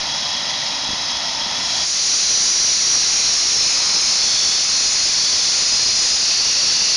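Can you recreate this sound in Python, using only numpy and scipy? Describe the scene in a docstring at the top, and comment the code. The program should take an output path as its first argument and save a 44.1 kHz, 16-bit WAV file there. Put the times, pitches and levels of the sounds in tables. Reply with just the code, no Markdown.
"""A walled yard, one microphone: a sandblaster is played over the iron bed of an old lathe.
From across the yard the jet hisses over the drone of the air compressor, and fingers knock on the camera.
Then a close position fades in, so loud that it overloads the microphone. Air and sand splash off the iron
and ring in the gaps of the casting, at pitches that shift with the nozzle.
The camera samples at only 16 kHz, which leaves a weak mirror image of the treble above 8 kHz."""
import sys
import numpy as np
from scipy import signal
from scipy.fft import rfft, irfft, next_fast_len
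from scipy.io import wavfile

SR = 44100
rng = np.random.default_rng(int(sys.argv[2]) if len(sys.argv) > 2 else 0)


def generate_wav(signal):
    """Clip the signal to [-1, 1] and save it as 16-bit WAV at the path in sys.argv[1]."""
    frames = np.transpose(np.atleast_2d(signal))
    scaled = np.clip(frames, -1, 1) * 32767
    pcm = np.round(scaled).astype(np.int16)
    wavfile.write(sys.argv[1], SR, pcm)


N = 306936

# hiss of the jet, close up: f/Hz, relative density/dB
CLOSE_HISS = [(1000, -31), (1700, -17.5), (2020, -12.5), (3240, -12), (3750, -8), (4230, -2.5), (5780, 1),
              (6780, -5), (7800, -24.5), (10100, -63), (17200, -120)]
# air splashing off the iron: t/s, level/dB
SPLASH_LEVEL = [(2.1, -38), (2.8, -42.5), (3.15, -36), (3.65, -38.5), (3.85, -31.5), (4.05, -36.5),
                (5.0, -37), (6.96, -40)]
# spectrum of that splash: f/Hz, relative density/dB
SPLASH = [(30, -8), (150, -14.5), (450, -7.5), (800, 3), (1300, 3.5), (1900, -6.0), (3000, -24)]
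# the main ring, as the nozzle is drawn along the foot of the casting: t/s, f/Hz, level/dB
MAIN_RING = [(1.6, 5460, -18), (1.8, 5504, -24.5), (1.95, 5950, -21.5), (2.25, 5900, -23.5),
             (2.45, 5877, -18), (2.95, 5717, -19), (3.5, 5548, -21), (3.72, 5200, -20.5), (4.15, 5233, -20)]
# air resonances in each part of the casting: f/Hz, width/Hz, level/dB
CAVITY_MODES = { "face": [(3340, 200, -40), (4080, 260, -29.5), (4700, 350, -28.5), (6700, 360, -26.5)],
                "ledge": [(2508, 290, -37.5), (4156, 250, -26.5), (6600, 360, -26.5)],
                "slot": [(3464, 190, -29.5), (4427, 260, -22.5), (5300, 300, -25), (5800, 450, -25),
                (7100, 300, -33)], "groove": [(2534, 240, -36), (3515, 200, -40), (4330, 230, -24),
                (4980, 150, -22.5), (5900, 500, -28), (6750, 300, -26.5)], "corner": [(2730, 310, -31.5),
                (3510, 230, -37.5), (4520, 450, -20), (5005, 250, -27), (5640, 400, -21)]}
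# where the nozzle dwells: start t/s, end t/s, level/dB, part
DWELLS = [(1.5, 2.947, 0, "face"), (2.95, 3.55, 0, "ledge"), (3.548, 4.2, 0.5, "ledge"),
          (4.22, 4.58, 0.5, "slot"), (4.64, 5.1, -1, "groove"), (5.1, 5.517, -1.5, "slot"),
          (5.52, 6.22, 0, "groove"), (6.236, 7.1, -0.5, "corner")]
# brief dips in the close sound: t/s, change/dB, length/s
DIPS = [(3.793, -0.5, .019), (4.67, -0.8, .026), (4.9, -1.8, 0.018), (5.703, -0.2, .018),
        (5.945, -1.8, .018), (6.192, -1.2, .018), (6.44, -1.0, .054)]
# hiss of the jet from across the yard: f/Hz, relative density/dB
FAR_HISS = [(650, -44), (1100, -17), (1270, -15.5), (1470, -18), (1900, -14), (2290, -12), (2590, -10.5),
            (2760, -11.5), (3300, -7.5), (3610, -9), (3980, -4.5), (4350, -6.5), (5380, -4.5), (6540, -9),
            (7700, -29.5), (10000, -70), (16900, -120)]
# its resonances at that distance: f/Hz, width/Hz, level/dB
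FAR_RINGS = [(1921, 250, -39), (3330, 160, -32.5), (3926, 150, -34), (5160, 450, -31)]
# roar of the compressor's engine and fan: f/Hz, relative density/dB
COMPRESSOR_ROAR = [(21, -48), (35, -17), (59, -11), (81, -15), (135, -11.5), (254, -9), (400, -18),
                   (491, -17), (515, -13.5), (593, -6), (838, -5.5), (921, -0.5), (1130, -13.5),
                   (1260, -10), (1500, -14.5), (1950, -45), (3300, -120)]
# the compressor's running tones: f/Hz, level/dB
COMPRESSOR_TONES = [(59.2, -55), (145.3, -51), (263.8, -56), (608.3, -50.5), (764.4, -48.5), (925.9, -49),
                    (1012, -43.5)]
# its whine: f/Hz, level/dB
WHINE_TONES = [(925.9, -42.5), (1270, -50)]
# finger knocks on the camera: t/s, strength/dB
KNOCKS = [(0.891, -25), (0.904, -25), (0.933, -22.5), (1.464, -26)]
# modes of the camera body: f/Hz, gain/dB, t60/s
BODY_MODES = [(115, -14, .05), (215, -6.5, .06), (283, -8, 0.054), (450, -7, .015)]
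# the camera's weak smoothing filter: f/Hz, gain/dB
SMOOTHING = [(5000, 0), (6200, 0.3), (7000, -2.5), (7500, -4.5), (8000, -12.5), (8600, -9.5), (9000, -13.5),
             (9400, -16.5), (10200, -26), (11000, -44.5), (11500, -73)]

CAMERA_RATE_HZ = 16000


def close_jet(hiss_db=-15.5, feed_db=0.21):
    """Close up, air and sand hiss, ring in the casting and splash off it; uneven feed shakes them all."""
    splash_db, = in_time(SPLASH_LEVEL)
    hiss = from_db(hiss_db) * turbulence(CLOSE_HISS)
    splash = from_db(splash_db) * turbulence(SPLASH)
    jet = (hiss + casting() + splash) * from_db(feed_db * drift(30))
    return wall_echo(jet)


def casting(wander_hz=22, flicker_db=1.47):
    """Air rings in whichever part of the iron the nozzle points at, trembling with the hand."""
    tremble_hz = wander_hz * drift(10)
    main_hz, main_db = in_time(MAIN_RING)
    main_gain = from_db(main_db + flicker_db * drift(8)) * dwell(0, 4.2)
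    sound = main_gain * resonance(main_hz + tremble_hz, width_hz=330)
    for part, modes in CAVITY_MODES.items():
        aim_power = sum((from_db(db) * dwell(start, end)) ** 2
                        for start, end, db, target in DWELLS if target == part)
        cavity = sum(from_db(db + flicker_db * drift(8.3)) * resonance(hz + tremble_hz, width)
                     for hz, width, db in modes)
        sound = sound + np.sqrt(aim_power) * cavity
    return sound


def dwell(start_s, end_s, move_s=.12):
    """Gain as the nozzle arrives, stays and leaves; equal power through a move of the hand."""
    return np.sqrt(np.clip(np.minimum(seconds() - start_s, end_s - seconds()) / move_s + .5, 0, 1))


def dips():
    """Gain of the close jet: the level dips briefly, now and then."""
    return from_db(sum(db * np.exp(-2 * ((seconds() - s) / length) ** 2) for s, db, length in DIPS))


def far_jet(hiss_db=-24.5, whistle_db=-27, flutter_db=0.38, flicker_db=1.5):
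    """From across the yard the jet flutters in the open air; once it catches an edge and whistles."""
    hiss = from_db(hiss_db) * turbulence(FAR_HISS)
    rings = sum(from_db(db + flicker_db * drift(6.6)) * resonance(hz, width)
                for hz, width, db in FAR_RINGS)
    whistle = from_db(whistle_db) * dwell(1.24, 1.29) * resonance(hz=5240, width_hz=410)
    return wall_echo((hiss + rings + whistle) * from_db(flutter_db * drift(25)))


def compressor(roar_db=-33.5, flutter_db=.5, whine_start_s=1.26, swell_s=.1):
    """Engine and fan roar, combed by the echo off the building; tones drone and a whine sets in."""
    roar = turbulence(COMPRESSOR_ROAR) * from_db(roar_db + flutter_db * drift(8))
    roar = wall_echo(roar, delay_s=.0325, echo_db=-8.5)
    swell = np.clip((seconds() - whine_start_s) / swell_s, 0, 1)
    return roar + machine_tones(COMPRESSOR_TONES) + swell * machine_tones(WHINE_TONES)


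def machine_tones(rows, waver_db=3.0):
    """Tones of the compressor, each wavering in level and a little in pitch."""
    sound = np.zeros(N)
    for hz, db in rows:
        gain = from_db(db + waver_db * drift(5))
        pitch_hz = hz + 0.95 * np.sqrt(hz / 200) * drift(5.6)
        sound += gain * np.sin(2 * np.pi * np.cumsum(pitch_hz) / SR)
    return sound


def finger_knocks():
    """Handling noise at the microphone: each knock rings the damped modes of the camera body."""
    clicks = np.zeros(N)
    for s, db in KNOCKS:
        clicks[round(s * SR)] = from_db(db)
    return sum(from_db(db) * struck_mode(clicks, hz, t60) for hz, db, t60 in BODY_MODES)


def wall_echo(x, delay_s=.0357, echo_db=-13):
    """Direct sound plus one reflection, by default off the wall behind the lathe."""
    return x + from_db(echo_db) * np.interp(seconds() - delay_s, seconds(), x)


def overload(x, ceiling):
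    """Peaks are squashed at the camera's rate, so the distortion folds down into a flat, rough floor."""
    return signal.resample(ceiling * np.tanh(at_camera_rate(x) / ceiling), N)


def turbulence(spectrum):
    """Rushing air: noise shaped by (f/Hz, density/dB) points, below half the camera's rate; rms 1."""
    hz, db = np.transpose(spectrum)
    size = next_fast_len(N)
    bins_hz = np.maximum(np.fft.rfftfreq(size, 1 / SR), 1)
    gain = from_db(np.interp(np.log(bins_hz), np.log(hz), db)) * (bins_hz < CAMERA_RATE_HZ / 2)
    return unit_rms(irfft(rfft(rng.standard_normal(size)) * gain, size)[:N])


def resonance(hz, width_hz):
    """A resonance driven by turbulence; its centre may move; rms 1."""
    lowpass = signal.butter(2, width_hz / 2, fs=SR, output="sos")
    swell = signal.sosfilt(lowpass, rng.standard_normal((2, N)))
    phase = 2 * np.pi * np.cumsum(hz * np.ones(N)) / SR
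    return unit_rms(swell[0] * np.cos(phase) + swell[1] * np.sin(phase))


def struck_mode(clicks, hz, t60):
    """Each click starts a sine that dies away by 60 dB in t60 seconds."""
    pole, angle = from_db(-60 / (t60 * SR)), 2 * np.pi * hz / SR
    return signal.lfilter([0, np.sin(angle)], [1, -2 * pole * np.cos(angle), pole ** 2], clicks + 1e-18)


def drift(rate_hz, hop=40, settle=2000):
    """Slow random motion of spread 1 that changes about rate_hz times a second."""
    pole = np.exp(-2 * np.pi * rate_hz * hop / SR)
    noise = rng.standard_normal(N // hop + settle + 2)
    slow = signal.lfilter([1], [1, -2 * pole, pole ** 2], noise)[settle:]
    return np.interp(np.arange(N) / hop, np.arange(len(slow)), unit_rms(slow))


def at_camera_rate(x):
    """The sound at the camera's own sample rate."""
    return signal.resample(x, N * CAMERA_RATE_HZ // SR)


def in_time(rows):
    """The columns of a curve table at every sample."""
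    times, *columns = np.transpose(rows)
    return [np.interp(seconds(), times, column) for column in columns]


def seconds():
    """The time of every sample."""
    return np.arange(N) / SR


def from_db(db):
    """Decibels to gain."""
    return 10 ** (np.asarray(db) / 20)


def unit_rms(x):
    """Scale to rms 1."""
    return x / np.sqrt(np.mean(x ** 2) + 1e-20)


def scene(far_end_s=1.87, fade_out_s=0.044, close_start_s=1.51, fade_in_s=0.6):
    """One microphone: the position across the yard gives way to the close, overloaded one."""
    far = far_jet() + compressor() + finger_knocks()
    close = overload(close_jet(), ceiling=0.28) * dips()
    fade_out = np.clip((far_end_s - seconds()) / fade_out_s, 0, 1)
    fade_in = np.clip((seconds() - close_start_s) / fade_in_s, 0, 1) ** 0.69
    return np.tile(fade_out * far + fade_in * close, (2, 1))


def record(dry, cutoff_hz=11330):
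    """Sampling mirrors the treble about 8 kHz; a weak filter leaves some of the image; the top is cut."""
    spectrum = np.fft.fft(at_camera_rate(dry[0]))
    hz = np.fft.rfftfreq(N, 1 / SR)
    mirrored = np.resize(spectrum, len(hz)) * N / len(spectrum)
    smoothing = from_db(np.interp(hz, *np.transpose(SMOOTHING)))
    top_cut = signal.ellip(10, .1, 80, cutoff_hz, fs=SR, output="sos")
    sound = signal.sosfilt(top_cut, irfft(mirrored * smoothing, N))
    return np.tile(sound, (2, 1))


dry = scene()
out = record(dry)
generate_wav(out)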